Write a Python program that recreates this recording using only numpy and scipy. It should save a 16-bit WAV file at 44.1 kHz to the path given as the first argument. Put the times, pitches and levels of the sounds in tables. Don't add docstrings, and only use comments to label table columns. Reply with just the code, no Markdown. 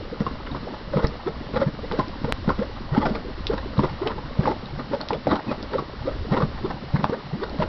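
import sys
import numpy as np
from scipy import signal
from scipy.fft import rfft, irfft, next_fast_len
from scipy.io import wavfile
from scipy.ndimage import map_coordinates

SR = 44100
rng = np.random.default_rng(int(sys.argv[2]) if len(sys.argv) > 2 else 0)


def transcribe(signal):
    frames = np.atleast_2d(signal).T
    limited = np.clip(frames, -1, 1)
    pcm = np.round(limited * 32767).astype(np.int16)
    wavfile.write(sys.argv[1], SR, pcm)


N = 338676

# t/s, ring level/dB, f/Hz, life/s, splat level/dB
SLOW_POCKETS = [(.122, -28, 470, .022, -47.5), (0.666, -32.5, 470, .024, -46),
                (.953, -19.5, 176.5, .04, -44.5), (1.256, -21.5, 364, .042, -31),
                (1.659, -16, 144, .028, -37), (1.828, -29, 452, 0.029, -44), (1.925, -25.5, 453, .042, -39),
                (2.269, -25, 470, 0.042, -35.5), (2.61, -22, 498, .028, -37),
                (2.913, -19.5, 133, .035, -35.5), (2.958, -23, 847, .03, -27),
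                (2.975, -9.5, 231, .016, -43), (3.104, -19.5, 192, .024, -43),
                (3.281, -30.5, 380, 0.022, -48.5), (3.493, -19, 419, .027, -34.5),
                (4.011, -20.5, 355, .028, -34), (4.056, -20.5, 413, .028, -29.5),
                (4.388, -11.5, 142, .017, -38), (4.49, -22, 336, .04, -26.5),
                (4.904, -27.5, 304, .037, -38.5), (5.121, -22, 463, .037, -32),
                (5.269, -22, 169, .023, -41.5), (5.314, -19, 303, .035, -31.5),
                (5.475, -25.5, 236, .038, -38.5), (5.748, -19, 510, 0.023, -43),
                (6.05, -28.5, 328, .02, -35.5), (6.07, -20, 517, .026, -35), (6.306, -17, 172, .046, -24),
                (6.395, -27, 490, .045, -35.5), (6.425, -16, 142, .027, -43.5),
                (6.637, -21, 358, .032, -34), (6.936, -13, 133, .025, -41), (6.987, -23, 170, .023, -35.5),
                (7.116, -23, 456, .037, -31.5), (7.32, -22, 156, .046, -61.5),
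                (7.41, -26.5, 417, .048, -29)]
# t/s, ring level/dB, f/Hz, life/s, splat level/dB
BURSTING_POCKETS = [(.203, -14, 194, 0.02, -38.5), (.264, -20.5, 1103, 0.015, -35.5),
                    (.547, -26, 1030, .009, -41), (.561, -31, 1170, 0.0067, -37.5),
                    (.629, -25, 220, 0.017, -44), (.933, -19, 566, .026, -37.5),
                    (.969, -18, 463, .016, -31), (.99, -23.5, 512, 0.014, -31),
                    (1.025, -26, 487, 0.014, -32), (1.041, -15.5, 208, 0.0072, -30.5),
                    (1.043, -11, 75, 0.0098, -50), (1.558, -18.5, 519, 0.024, -25),
                    (1.599, -17.5, 223, .011, -49), (1.613, -16.5, 562, 0.027, -28.5),
                    (1.914, -17.5, 1250, 0.0024, -37), (1.99, -11.5, 370, .004, -33),
                    (1.993, -19, 1038, 0.028, -30.5), (2.244, -13.5, 197, 0.0054, -38.5),
                    (2.476, -11.5, 192, 0.017, -49), (2.49, -16, 400, .005, -32.5),
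                    (2.491, -22.5, 1400, .017, -42), (2.503, -16, 1075, 0.0083, -39),
                    (2.589, -19, 209, 0.02, -37.5), (3.015, -22, 862, 0.04, -27),
                    (3.056, -16, 720, 0.0072, -25), (3.778, -14, 133.5, 0.024, -40),
                    (3.791, -12, 217, 0.015, -40.5), (3.792, -16.5, 1030, .007, -36.5),
                    (3.834, -15, 386, .011, -32.5), (3.843, -18, 1025, 0.0083, -32.5),
                    (4.067, -23.5, 796, 0.0055, -35), (4.107, -31, 1080, 0.0064, -29.5),
                    (4.455, -19.5, 1150, 0.0075, -27.5), (4.471, -20, 513, 0.021, -33),
                    (4.474, -15, 870, 0.013, -34.5), (4.932, -17.5, 569, .026, -31),
                    (5.006, -25.5, 950, .005, -38), (5.106, -17.5, 903, 0.0077, -36),
                    (5.27, -10, 595, .005, -41.5), (5.274, -18.5, 776, 0.011, -43.5),
                    (5.306, -21, 197, .027, -22), (5.316, -18.5, 1164, 0.0059, -47),
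                    (5.332, -15.5, 600, 0.0054, -40.5), (5.478, -39.5, 2510, .04, -36),
                    (5.512, -20, 555, 0.02, -30.5), (5.731, -24.5, 408, 0.037, -29),
                    (5.781, -22, 1163, .018, -36), (5.788, -18.5, 300, 0.0078, -35.5),
                    (6.336, -24, 514, .02, -29), (6.366, -22, 1010, 0.014, -28.5),
                    (6.374, -18, 270, 0.0081, -30.5), (6.403, -20, 1120, 0.01, -34),
                    (6.422, -17, 1240, 0.0065, -31.5), (7.034, -19, 222, .017, -43.5),
                    (7.043, -6.5, 973, 0.0031, -43), (7.096, -13, 270, 0.0048, -46.5),
                    (7.586, -18, 169, 0.032, -39.5), (7.598, -21, 614, 0.025, -41.5),
                    (7.62, -20, 995, 0.014, -24.5)]
# t/s, smack level/dB, thud level/dB
FALLING_LUMPS = [(.466, -36.5, -37), (0.737, -37, -39), (1.131, -43, -38.5), (1.535, -35, -31.5),
                 (1.924, -40, -33), (2.942, -29, -27), (3.086, -39, -26.5), (3.15, -30, -29),
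                 (3.529, -31, -24), (3.575, -30, -36), (3.887, -33, -55.5), (4.178, -32.5, -36),
                 (4.428, -30.5, -29.5), (4.792, -32, -30.5), (5.353, -26, -30.5), (5.388, -32, -47.5),
                 (6.575, -36, -44), (6.702, -28.5, -31), (6.956, -28, -30)]
# t/s, level/dB, f/Hz, t60/s
BLISTERS = [(0.464, -42, 2940, .025), (0.514, -40, 3800, .02), (1.069, -24, 5100, .003),
            (1.921, -26.5, 3300, .002), (2.082, -31, 4700, .002), (3.468, -14.5, 3700, .002),
            (3.579, -31, 3800, .003), (4.073, -19.5, 2880, .003), (4.657, -34.5, 3760, 0.0065),
            (5.012, -25.5, 4280, 0.0076), (5.086, -20, 4250, 0.0011), (5.132, -25, 2350, .003),
            (5.356, -28.5, 3500, .002), (5.627, -26.5, 4500, .002), (7.041, -23, 2970, .001),
            (7.495, -34, 4140, .005)]
# f/Hz, level/dB
SMACK_SPECTRUM = [(450, -27.5), (700, -8.5), (850, 5.5), (1100, 0), (1400, -1), (1620, -17), (1920, -4.5),
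                  (2450, -21.5), (3900, -14.5), (5500, -31)]
# f/Hz, level/dB
THUD_SPECTRUM = [(50, -9.5), (180, 2), (380, -4), (520, 0.5), (620, -4), (780, -23.5), (1400, -31)]
# f/Hz, level/dB
BLISTER_SPECTRUM = [(700, -32), (2000, -8.5), (2900, -7), (5600, -3)]
# f/Hz, t60/s
BANK_DECAY = [(150, 0.095), (1000, 0.16), (5000, 0.048)]
# f/Hz, level/dB
STEAM_SPECTRUM = [(60, -32), (110, -3.5), (250, -2), (400, -11), (560, -5.5), (680, -12), (1100, -10),
                  (1660, -15.5), (1900, -14), (2500, -22), (2850, -18), (3300, -21), (4100, -18.5),
                  (5600, -26)]
# t/s, relative level/dB
WIND_LEVELS = [(0, -36), (1.0, -44), (2.1, -41), (2.3, -38.5), (3.7, -38), (4.1, -41.5), (5.9, -45),
               (6.4, -36), (7.1, -50.5), (7.68, -37)]
# f/Hz, level/dB
WIND_SPECTRUM = [(8, -5), (25, -2), (65, -3), (120, -11), (400, -46)]
# t/s, level/dB
CAMERA_CLICK = [(2.324, -2.5)]
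# f/Hz, level/dB
CLICK_SPECTRUM = [(1400, 2.5), (3000, -1.5), (4300, -7), (5100, -18.5), (10000, -25), (15000, -38)]

SPLAT_S, LANDING_S = .022, .017
BAND_HZ, TOP_HZ = 5560, 15000


def bloops():
    out = np.zeros(N)
    climb_hz_per_s, max_climb_oct = 6500, 1.4
    for s, db, hz, life, splat_db in SLOW_POCKETS:
        climb_oct = min(climb_hz_per_s * life / hz / np.log(2), max_climb_oct)
        add(out, s, amp(db + 3) * bubble(hz, climb_oct, life, swell=.38))
        tear_s = s + .35 * life
        thud_db = (db + splat_db) / 2 - 7
        add(out, tear_s - SPLAT_S, splat(SPLAT_S, splat_db, thud_db))
    return out


def pops():
    out = np.zeros(N)
    for s, db, hz, life, splat_db in BURSTING_POCKETS:
        add(out, s, amp(db + 2) * bubble(hz, rise_oct=-.12, life=life, swell=12.7 * life))
        mean_db = (db + splat_db) / 2
        crack = knock(SMACK_SPECTRUM, uneven_db=6.5)
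        add(out, s + .002012, at_peak(crack, mean_db + 3))
        length = SPLAT_S * (life / .02) ** .35
        add(out, s - length, np.sqrt(SPLAT_S / length) * splat(length, splat_db, mean_db - 3.5))
    return out


def bubble(hz, rise_oct, life, swell, ragged_db=1.58, knots=20):
    age = np.arange(int(2 * life * SR) + 2) / SR / life
    swell = np.clip(swell, .02, .8)
    opening = np.sin(np.pi / 2 * np.minimum(age / swell, 1)) ** 2
    damping = np.exp(-2 * (np.maximum(age - swell, 0) / (1 - swell)) ** 1.5)
    flutter = amp(ragged_db * np.interp(age, np.linspace(0, 2, knots), rng.standard_normal(knots)))
    pitch = hz * 2 ** (rise_oct * (np.minimum(age, 1.2) - swell))
    return opening * damping * flutter * np.sin(2 * np.pi * np.cumsum(pitch) / SR)


def splat(length, smack_db, thud_db):
    smack_body = knock(SMACK_SPECTRUM, uneven_db=4.5)
    smack = spatter(smack_body, length, rate=650, spread_db=4, build=.56, tail=.12)
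    thud_body = knock(THUD_SPECTRUM, uneven_db=3)
    thud = spatter(thud_body, length, rate=550, spread_db=3, build=.54, tail=.29)
    out = np.zeros(N)
    add(out, 0, amp(smack_db - 4) * smack + amp(thud_db + 1.5) * thud)
    add(out, length, amp(smack_db - 7) * trapped_bubbles(length))
    return out[:SR // 5]


def spatter(body, length, rate, spread_db, build, tail, count=256):
    t = np.arange(SR // 6) / SR
    hits = np.zeros(len(t))
    when = np.cumsum(rng.uniform(.1, 2, count)) / rate
    sizes = np.sign(rng.standard_normal(count)) * amp(spread_db * rng.standard_normal(count))
    inside = when < t[-1]
    hits[(when[inside] * SR).astype(int)] = sizes[inside]
    progress = t / length - 1
    force = np.exp(np.minimum(progress - .15, 0) / build - np.maximum(progress - .75, 0) / tail)
    return unit_over(signal.fftconvolve(hits * force, body), length)


def trapped_bubbles(length, mid_hz=1306, spread_oct=.4, cycles=8.3, count=5):
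    out = np.zeros(N)
    starts = rng.random(count) * length * .8
    for s, (size, strength) in zip(starts, np.clip(rng.standard_normal((count, 2)), -2, 2)):
        hz = mid_hz * 2 ** (spread_oct * size)
        ring = bubble(hz, rise_oct=.39, life=cycles / hz, swell=.2)
        add(out, s, amp(2 * strength) * mid_hz / hz * ring)
    return unit_over(out[:SR // 8], length)


def landings():
    out = np.zeros(N)
    for s, smack_db, thud_db in FALLING_LUMPS:
        add(out, s - LANDING_S, splat(LANDING_S, smack_db, thud_db))
    return out


def blisters():
    out, t = np.zeros(N), np.arange(SR // 16) / SR
    for s, db, hz, t60 in BLISTERS:
        spray = .04 * rng.standard_normal(len(t)) * amp(-60 * t / .051)
        spray[0] = 1
        ring = np.sin(2 * np.pi * hz * t) * amp(-60 * t / t60)
        crack = signal.fftconvolve(signal.fftconvolve(spray, ring), knock(BLISTER_SPECTRUM))
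        add(out, s + .001, at_peak(crack, db + 5))
    return out


def simmer(mid_hz, spread_oct, db, spread_db, cycles, rise_oct, count=320):
    out = np.zeros(N)
    starts = rng.random(count) * N / SR
    traits = np.clip(rng.standard_normal((count, 4)), -2, 2)
    for s, (smallness, strength, sustain, glide) in zip(starts, traits):
        hz = mid_hz * 2 ** (spread_oct * smallness)
        life = cycles * np.exp(.35 * sustain) / hz
        ring = bubble(hz, rise_oct * (1 + glide), life, swell=.31)
        add(out, s, amp(db + spread_db * strength) * ring)
    return out


def bank_echo(x):
    hz, t, spectra = signal.stft(rng.standard_normal(SR // 2), SR, nperseg=256)
    decay = amp(-60 * t / along(BANK_DECAY, hz)[:, None])
    tail = signal.istft(spectra * decay, SR, nperseg=256)[1]
    delayed = np.pad(x, (int(.008 * SR), 0))
    return signal.fftconvolve(delayed, tail / np.linalg.norm(tail))[:N]


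def steam():
    return amp(-39 + .52 * wobble(6.6)) * noise(STEAM_SPECTRUM)


def wind():
    level_db = np.interp(np.arange(N) / SR, *np.transpose(WIND_LEVELS))
    return amp(level_db + 4 + 2.8 * wobble(11)) * noise(WIND_SPECTRUM)


def knock(spectrum, uneven_db=0, size=2048, count=48):
    hz = np.fft.rfftfreq(size, 1 / SR)
    chance = np.column_stack([np.geomspace(100, BAND_HZ, count), uneven_db * rng.standard_normal(count)])
    cepstrum = irfft(np.log(amp(along(spectrum, hz) + along(chance, hz))))
    cepstrum[1:size // 2] *= 2
    cepstrum[size // 2 + 1:] = 0
    return irfft(np.exp(rfft(cepstrum)))[:size // 2]


def noise(spectrum):
    coloured = filtered(rng.standard_normal(N), lambda hz: amp(along(spectrum, hz)))
    return unit_over(coloured, N / SR)


def wobble(rate):
    knots = rng.standard_normal(int(N * rate / SR) + 4)
    return map_coordinates(knots, [np.arange(N) * rate / SR])


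def filtered(x, response):
    size = next_fast_len(N + SR // 2)
    return irfft(rfft(x, size) * response(np.fft.rfftfreq(size, 1 / SR)), size)[:N]


def along(points, hz):
    f, values = np.transpose(points)
    return np.interp(np.log(hz + 1), np.log(f), values)


def amp(db):
    return 10 ** (np.asarray(db) / 20)


def at_peak(x, db):
    return amp(db) * x / np.abs(x).max()


def unit_over(x, length):
    return x * np.sqrt(length * SR / (np.sum(x ** 2) + 1e-20))


def add(track, s, sound):
    start = int(np.clip(round(s * SR), 0, N))
    track[start:start + len(sound)] += sound[:N - start]


def scene():
    gurgle = simmer(mid_hz=298.6, spread_oct=.682, db=-31.5, spread_db=1.5, cycles=4.5, rise_oct=.49)
    patter = simmer(mid_hz=950, spread_oct=.35, db=-35.5, spread_db=.5, cycles=5.5, rise_oct=.036)
    mud = bloops() + pops() + landings() + blisters() + gurgle + patter
    return (mud + amp(-13) * bank_echo(mud) + steam() + wind())[None]


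def record(dry):
    out = filtered(dry[0], lambda hz: (hz < 6300) / np.sqrt(1 + (hz / BAND_HZ) ** 60))
    for s, db in CAMERA_CLICK:
        add(out, s, at_peak(knock(CLICK_SPECTRUM), db))
    return filtered(out, lambda hz: 1 / np.sqrt(1 + (hz / TOP_HZ) ** 40))[None]


dry = scene()
out = record(dry)
transcribe(out)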